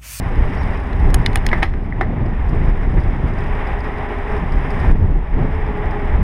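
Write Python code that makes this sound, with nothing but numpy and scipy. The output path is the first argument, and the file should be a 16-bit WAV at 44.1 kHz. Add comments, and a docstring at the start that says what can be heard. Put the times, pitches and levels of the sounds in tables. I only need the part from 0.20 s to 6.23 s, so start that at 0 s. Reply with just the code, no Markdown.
"""A mountain bike on a quiet street, recorded by a cased camera on the rider's chest: filtered noise for
the rush of air and tyres and for gusts on the microphone, a wavering tone and its octave for the tread.
A bird whistles faintly from the trees first; about 0.7 s in, a gear change snaps, then clunks, as noise bursts
ringing a set of modes. Grit ticks; a strong gust comes near 4.7 s, late soft thuds of gusts after 5 s.
The hardest clunk and the strongest gust trip the camera's limiter: the whole ride ducks and swells back."""
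import sys
import numpy as np
from scipy import signal
from scipy.fft import rfft, irfft, next_fast_len
from scipy.io import wavfile
from scipy.ndimage import uniform_filter1d, minimum_filter1d

SR = 44100
rng = np.random.default_rng(int(sys.argv[2]) if len(sys.argv) > 2 else 0)


def generate_wav(signal):
    """Clip the signal to [-1, 1] and save it as 16-bit WAV at the path in sys.argv[1]."""
    frames = np.transpose(np.atleast_2d(signal))
    scaled = np.clip(frames, -1, 1) * 32767
    pcm = np.round(scaled).astype(np.int16)
    wavfile.write(sys.argv[1], SR, pcm)


N = 265913
TIME = np.arange(N) / SR


def undb(db):
    """Decibels to gain."""
    return 10 ** (np.asarray(db) / 20)


def unit(x):
    """Scale to rms 1."""
    return x / np.sqrt(np.mean(x ** 2))


def noise():
    """White noise as long as the scene."""
    return rng.standard_normal(N)


def curves(table):
    """Each column of a table, joined by straight lines in time."""
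    s, *columns = np.transpose(table)
    return [np.interp(TIME, s, column) for column in columns]


def walk(rate_hz):
    """Smooth random wandering, rms 1."""
    k = max(int(SR / rate_hz), 1)
    held = np.repeat(rng.standard_normal(N // k + 1), k)
    return unit(uniform_filter1d(uniform_filter1d(held, k), k)[:N])


def colour(x, points):
    """Filter by a spectrum of (frequency [Hz], gain [dB]) points, without phase shift."""
    hz, db = np.transpose(points)
    size = next_fast_len(len(x))
    f = np.maximum(np.fft.rfftfreq(size, 1 / SR), 1)
    gain = undb(np.interp(np.log(f), np.log(hz), db))
    return irfft(rfft(x, size) * gain, size)[:len(x)]


def resonate(x, modes):
    """Sum of damped resonances (frequency [Hz], width [Hz], level [dB])."""
    return sum(undb(db) * signal.lfilter(*signal.iirpeak(hz, hz / width, fs=SR), x)
               for hz, width, db in modes)


def add(out, s, sound):
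    """Mix a sound in at a time."""
    start = int(s * SR)
    out[start:start + len(sound)] += sound


# faint bird notes: (start [s], length [s], level before the tremble [dB])
NOTES = [(0.327, 0.033, -56), (0.372, .06, -52)]
BIRD_LOW_HZ, BIRD_HIGH_HZ = 4000, 5530  # each note arches from low to high and back, before the waver


def bird(rough=0.45, waver=0.014):
    """Thin whistles from the trees: sines arching in pitch, unsteady in pitch and loudness."""
    out = np.zeros(N)
    wobble, tremble = 1 + waver * walk(900), 1 + rough * walk(300)
    for s, length_s, db in NOTES:
        u = np.clip(2 * (TIME - s) / length_s - 1, -1, 1)  # -1 to 1 across the note
        arch, loudness = 1 - u ** 4, 1 - u ** 24
        hz = (BIRD_LOW_HZ + (BIRD_HIGH_HZ - BIRD_LOW_HZ) * arch) * wobble
        out += undb(db) * loudness * tremble * np.sin(2 * np.pi * np.cumsum(hz) / SR)
    return out


# rush of air and tyres, before the flutter: (time [s], air level [dB], fine hiss level [dB])
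RUSH = [(0, -30.5, -60), (0.5, -28.5, -58.5), (0.67, -30, -60), (1.3, -28.5, -57.5), (1.6, -30, -59),
        (2.0, -30.5, -67), (2.2, -30.5, -64), (2.4, -29.5, -60.5), (3.0, -30.5, -61.5), (3.3, -27.5, -59.5),
        (3.5, -27.5, -60.5), (3.9, -28, -61.5), (4.12, -26.5, -58), (4.3, -29.5, -61), (4.62, -27, -56.5),
        (4.79, -30, -59.5), (5.05, -30, -63), (5.35, -28, -62), (5.8, -28, -62), (6.03, -29.5, -63)]
# relative spectra of the air, and of both hiss and grit: (frequency [Hz], density [dB per Hz])
AIR = [(30, -29.5), (180, -4), (265, 3.5), (315, -2.5), (400, 4.5), (520, -5.5), (620, 0.5), (700, -4),
       (1000, -0.5), (1400, -8), (2200, -9.5), (2800, -17.5), (3600, -25), (4400, -48), (6000, -60),
       (16000, -110)]
HISS = [(300, -12), (2500, -8.5), (3800, 12.5), (4400, 1.5), (5400, 9.5), (6000, -1.5), (7400, -7),
        (8600, -4.5), (11000, -8), (12500, -10), (14000, -17.5), (16000, -34)]
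# resonances of the camera case: (frequency [Hz], width [Hz], level over the direct sound [dB])
CASE = [(794, 103, 1), (1868, 344, 0.5), (4930, 220, 3), (6500, 260, -0.5), (8600, 1000, 3.5),
        (10250, 990, -1.5)]
# louder ticks of grit flung by the tyres: (time [s], level [dB])
TICKS = [(.432, -44), (2.062, -52), (2.2927, -45.5), (2.451, -53), (2.4892, -49), (2.8025, -46.5),
         (2.8339, -53), (3.1846, -46), (3.239, -50), (3.3528, -53), (3.469, -51), (3.605, -46),
         (3.6431, -50), (4.322, -44.5), (4.5046, -41), (4.5431, -48), (4.6009, -48), (5.3482, -51),
         (5.7104, -49)]
TICK_DECAY_S, TICK_HZ, TICK_WIDTH_HZ, TICK_RING_DB = 0.005, 4930, 450, 4


def cased(points):
    """Coloured noise heard both directly and through the resonances of the camera case."""
    x = colour(noise(), points)
    return unit(x + resonate(x, CASE))


def rush(grit_db=-5, grains_per_s=120, flutter_db=1.04):
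    """Fluttering air and tyre noise, with random grains and larger ticks of grit."""
    air_level, hiss_level = curves(RUSH)
    flutter = undb(flutter_db * walk(45))
    air, hiss, grit = cased(AIR), cased(HISS), cased(HISS)
    steady = air * undb(air_level) + hiss * undb(hiss_level)

    # most grains are tiny, a few stand out; each scatters for a moment
    sizes = undb(4.5 * np.minimum(rng.exponential(size=N), 3.5))
    grains = (rng.random(N) < grains_per_s / SR) * sizes
    scatter = np.exp(-TIME[:SR // 50] / 0.0022)
    crackle = unit(signal.fftconvolve(grains, scatter)[:N]) * undb(hiss_level + grit_db)

    # larger grains ping
    ping = unit(grit + resonate(grit, [(TICK_HZ, TICK_WIDTH_HZ, TICK_RING_DB)]))
    ticks = np.zeros(N)
    for s, db in TICKS:
        add(ticks, s, undb(db) * np.exp(-TIME[:SR // 12] / TICK_DECAY_S))
    return flutter * steady + grit * crackle + ping * ticks


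# hum of the tread, before drift and trim: (time [s], knob rate [Hz], level [dB])
TREAD = [(0, 396, -46), (3.0, 408.4, -58), (3.3, 410.5, -37.5), (3.6, 418.6, -38), (3.95, 395.3, -32),
         (4.15, 424.7, -28.5), (4.4, 402.4, -40), (5.3, 432.6, -35), (5.72, 421.2, -26), (6.03, 404, -41)]


def tread(trim_db=-1.0, octave_db=-6.0, wander=0.019, drift=0.012, rough=0.32):
    """Knobs slap the asphalt at a slowly drifting, slightly uneven rate: a hum and its octave."""
    hz, db = curves(TREAD)
    uneven_hz = hz * (1 + drift * walk(14) + wander * walk(140))
    phase = 2 * np.pi * np.cumsum(uneven_hz) / SR
    hum = np.sin(phase) * (1 + rough * walk(45))
    octave = undb(octave_db) * np.sin(2 * phase) * (1 + rough * walk(60))
    return unit(hum + octave) * undb(db + trim_db)


# single hard buffets: (centre time [s], envelope peak [dB], thump pitch [Hz], half length to 1/e [s])
BUFFETS = [(0.215, -6.5, 59, 0.025), (2.506, -7, 34.7, 0.032), (2.68, -8.5, 40, 0.015),
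           (2.772, -5, 42.4, 0.033), (2.892, -4, 32, 0.015), (3.053, -11, 60, 0.021),
           (4.243, -13, 35, 0.019), (4.366, -7.5, 37.2, 0.022), (4.689, -7, 64, 0.02),
           (4.731, 6, 24.6, 0.02), (4.832, -0.5, 85, .026), (5.153, -2, 26.2, 0.025),
           (5.667, -6, 38, 0.0089)]
SURGE_DB, SURGE_S = 3, 0.034  # each buffet sheds a burst of small eddies


def buffets():
    """Each buffet is a short train of large eddies that push and pull; gives pressure and surge (0 to 1)."""
    pressure, surge = np.zeros(N), np.zeros(N)
    for s, db, hz, half_s in BUFFETS:
        t = TIME - s
        pressure += undb(db) * np.sin(2 * np.pi * hz * t) * np.exp(-(t / half_s) ** 2)
        surge += np.exp(-(t / SURGE_S) ** 2)
    return pressure, np.minimum(surge, 1)


def turbulence(points, hold_s):
    """Coloured pressure noise whose strength is even over spans longer than hold_s."""
    x = colour(noise(), points)
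    k = max(int(hold_s * SR), 1)
    power = uniform_filter1d(uniform_filter1d(x ** 2, k), k)
    return unit(x / np.sqrt(power))


# wind at the microphone, before trim and bursts:
# (time [s], slow pressure swings level [dB], small eddies level [dB])
WIND = [(0, -18.5, -25.5), (0.2, -12.5, -22.5), (0.33, -21, -25), (0.41, -16, -26), (0.67, -22.5, -29.5),
        (0.77, -13, -25), (0.87, -9, -17.5), (1.1, -16, -20.5), (1.25, -12, -24.5), (1.42, -12, -22.5),
        (1.52, -5.5, -19), (1.7, -14.5, -20), (1.85, -11.5, -18.5), (1.95, -20, -17.5), (2.03, -12.5, -15),
        (2.22, -16, -27.5), (2.34, -12, -17.5), (2.45, -9.5, -20), (2.61, -14.5, -24.5),
        (2.76, -13.5, -19.5), (2.92, -19, -24), (3.04, -15, -22.5), (3.36, -18.5, -29.5),
        (3.5, -16.5, -31.5), (3.75, -22.5, -29), (3.98, -21.5, -39), (4.15, -18, -26), (4.36, -16, -27),
        (4.54, -17.5, -25.5), (4.7, -14, -20), (4.86, -6.5, -14), (4.97, -5.5, -18), (5.07, -15.5, -29.5),
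        (5.23, -10.5, -13.5), (5.33, -15.5, -28.5), (5.44, -12, -24), (5.56, -18.5, -25),
        (5.8, -19.5, -27.5), (5.94, -9.5, -27), (6.0, -11, -18)]
# relative spectra of swings, eddies and tearing: (frequency [Hz], density [dB per Hz])
SWINGS = [(6, -13.5), (15, -1), (28, 9.5), (45, 0), (70, -0.5), (100, -13), (160, -30), (300, -69.5),
          (2000, -130)]
EDDIES = [(40, -35.5), (75, -4.5), (105, -1), (160, -5.5), (260, -11.5), (330, -16.5), (400, -16.5),
          (700, -34.5), (1400, -43), (3000, -58), (6000, -73), (16000, -120)]
TEARING = [(60, -23.5), (250, -3.5), (500, -6.5), (900, -9), (1500, -28), (3000, -47.5), (8000, -89)]
SWING_WANDER_DB, SWING_WANDER_HZ = 1.5, 20  # the strength of the swings is never even


def wind(swing_db=-1, ride=0.16, flutter_db=1, tear_db=-13, tear_growth=1.51, tear_from_db=-16):
    """Large eddies heave the pressure; small ones break off hardest at the crests; gusts tear at the case."""
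    swing_level, eddy_level = curves(WIND)
    swings = turbulence(SWINGS, hold_s=0.047)
    thumps, surge = buffets()
    bursts = unit(undb(flutter_db * walk(70)) * np.exp(ride * swings)) * undb(SURGE_DB * surge)
    eddies = turbulence(EDDIES, hold_s=0.088) * undb(eddy_level)
    # the tearing falls away faster than the eddies when the wind eases
    tear_level = eddy_level + (tear_growth - 1) * np.minimum(eddy_level - tear_from_db, 0)
    tearing = unit(colour(noise(), TEARING)) * undb(tear_level + tear_db)
    wander = SWING_WANDER_DB * walk(SWING_WANDER_HZ)
    heave = swings * undb(swing_level + swing_db + wander)
    return thumps + heave + bursts * (eddies + tearing)


# modes that every blow rings, before scatter: (frequency [Hz], width [Hz], level [dB])
RING = [(357, 40, 6.5), (782, 51, 3.5), (947, 530, -7), (1227, 186, -5), (1720, 290, -2.5),
        (1940, 220, -3.5), (2470, 120, -8), (2956, 110, -2.5), (3360, 370, -7), (4000, 360, -12),
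        (5010, 630, -9), (6470, 380, -11), (8550, 670, -6), (9330, 390, -7), (10270, 300, -12.5),
        (12900, 1300, -15.5)]
RING_SCATTER = 0.01  # spread, as a share, by which the modes shift from blow to blow
LINK_RATE_HZ = 380  # rate at which the rattle takes a new strength


def blow(s, extra_mode, ring_db, thud_hz, thud_db, edge_db, tilt_db, top_db, rattle_s, contact,
         rise_s=0.000074, grain_db=0, tail_db=-19, tail_s=0.012):
    """A short push and a dying, grainy rattle ring the modes; gives the start time and the sound."""
    t, lead = TIME[:SR // 8], SR // 200

    def rattle(decay_s):
        return rng.standard_normal(len(t)) * np.exp(-t / decay_s) * (1 - np.exp(-t / rise_s))

    chatter, tail = rattle(rattle_s), rattle(tail_s)
    strengths = undb(grain_db * rng.standard_normal(len(t)))
    chatter = chatter * strengths[(t * LINK_RATE_HZ).astype(int)]
    push = chatter / np.linalg.norm(chatter) + undb(tail_db) * tail / np.linalg.norm(tail)
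    push[0] += contact
    push = push / np.linalg.norm(push)
    shifted = [(hz * (1 + RING_SCATTER * rng.standard_normal()), width, db)
               for hz, width, db in RING + [extra_mode]]
    # the colouring filter also spreads backwards, so silence leads in
    ring = resonate(np.pad(push, (lead, 0)), shifted)
    # the place of the blow picks a low mode; harder contacts reach the higher ones
    low = [(thud_hz / 1.5, thud_db - 4), (thud_hz, thud_db), (1400, min(thud_db, ring_db) - 3)]
    middle = [(1700, ring_db), (2100, ring_db)]
    edge = [(2800, edge_db - tilt_db), (5200, edge_db + tilt_db)]
    top = [(7500, top_db), (12000, top_db), (16000, top_db - 16)]
    return s - lead / SR, colour(ring, low + middle + edge + top)


# snaps of the shifter and chain: (time [s], level over a unit-energy push [dB], thud over level [dB],
# top over level [dB], tilt of the edge [dB], mode of the struck part before scatter [Hz])
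SNAPS = [(0.7307, 0, 15, -23, -6, 3400), (0.904, -8, -2, -6, 4, 5000), (0.9435, 18, 5, 0, -3, 9100),
         (1.062, 21.5, -7, -16, -1, 4700), (1.131, -1.5, 7, -10, -7, 4400),
         (1.1574, 17, 6.5, -4, -4.5, 3760), (1.1723, 1.5, 17, -9, -8, 3800),
         (1.2655, 15, -13, -8.5, 4.5, 5040), (1.289, 7, -1, -22, -8, 2000)]
SNAP_RING_DB, SNAP_THUD_HZ, SNAP_RATTLE_S = 4, 785, 0.0017
PART_WIDTH_HZ, PART_DB = 310, -17  # the struck part adds a mode of its own


def shifter():
    """Hard, bright, very short blows, each also ringing the part it strikes."""
    out = np.zeros(N)
    for s, db, thud_db, top_db, tilt_db, part_hz in SNAPS:
        part = (part_hz, PART_WIDTH_HZ, PART_DB)
        add(out, *blow(s, part, db + SNAP_RING_DB, SNAP_THUD_HZ, db + thud_db, db, tilt_db,
                       db + top_db, SNAP_RATTLE_S, contact=0.49))
    return out


# dull clunks of the chain and frame; the last two rows are gust thuds on the microphone:
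# (time [s], level over a unit-energy push [dB], thud pitch [Hz], thud over level [dB],
# edge over level [dB], rattle decay [s])
CLUNKS_AND_THUDS = [(1.316, 16, 1017, -13, -22, .005), (1.33, 26, 966, -3.5, -22.5, 0.0033),
                    (1.424, 15, 1240, 5.5, -16, 0.0056), (1.429, 33.4, 1270, 0.5, -12, 0.0072),
                    (1.538, 12, 805, 4, -17, 0.0024), (1.724, 16, 800, -12, -35, 0.0008),
                    (1.811, 25.8, 750, 2, -20.5, 0.0048), (5.191, 5.5, 700, 19, -29, 0.003),
                    (5.642, 5.5, 799.6, 10, -26, 0.0032)]
# dead, unpitched part of a clunk or thud, before scatter: (frequency [Hz], width [Hz], level [dB])
THWACK = (700, 1500, -6.5)
SETTLE_S, SETTLE_DB, SETTLE_RATTLE_S = 0.0075, -10, 0.027  # delay, relative level and decay of the rattle after
DULL_TOP_DB, DULL_TILT_DB = -17.5, -5.5  # top against edge; tilt of the edge
DULL_RISE_S, DULL_CONTACT = 0.00057, 0.48  # swell of the rattle; first push against the rattle
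LINK_DB = 2.5  # uneven strength of the rattle: in a clunk, the chain lands link by link


def chain_and_gust_thuds():
    """Duller blows, each with a softer, longer rattle after it: clunks of the chain, then thuds of gusts."""
    out = np.zeros(N)
    for s, db, thud_hz, thud_db, edge_db, rattle_s in CLUNKS_AND_THUDS:
        first = (s, db, rattle_s)
        after = (s + SETTLE_S, db + SETTLE_DB, SETTLE_RATTLE_S)
        for at, level, decay_s in (first, after):
            edge = level + edge_db
            add(out, *blow(at, THWACK, level, thud_hz, level + thud_db, edge, DULL_TILT_DB,
                           edge + DULL_TOP_DB, decay_s, contact=DULL_CONTACT,
                           rise_s=DULL_RISE_S, grain_db=LINK_DB))
    return out


def scene():
    """Everything meets at one microphone, on the rider's chest."""
    return (bird() + rush() + tread() + wind() + shifter() + chain_and_gust_thuds())[None]


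CEILING_DB, ATTACK_S, HOLD_S, RELEASE_S = -1.56, 0.0014, 0.18, 0.32  # limiter of the camera
TOP_HZ = 16000  # upper limit of the camera's sound


def limiter(x):
    """A peak over the ceiling turns everything down at once; the gain holds, then creeps back."""
    over_db = np.maximum(20 * np.log10(np.abs(x) + 1e-9) - CEILING_DB, 0)
    half_hold, attack = max(int(HOLD_S * SR / 2), 1), max(int(ATTACK_S * SR), 1)
    # largest excess within the hold time just past
    held = -minimum_filter1d(-over_db, 2 * half_hold + 1, origin=half_hold, mode="constant")
    fade = np.exp(-TIME / RELEASE_S)
    cut_db = np.maximum.accumulate(held / fade) * fade
    gain_db = uniform_filter1d(minimum_filter1d(-cut_db, attack), attack)
    return x * undb(gain_db)


def record(dry):
    """The camera limits the peaks and cuts the top."""
    low_pass = signal.ellip(8, .2, 70, TOP_HZ, fs=SR, output="sos")
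    return signal.sosfilt(low_pass, limiter(dry[0]))[None]


dry = scene()
out = record(dry)
generate_wav(out)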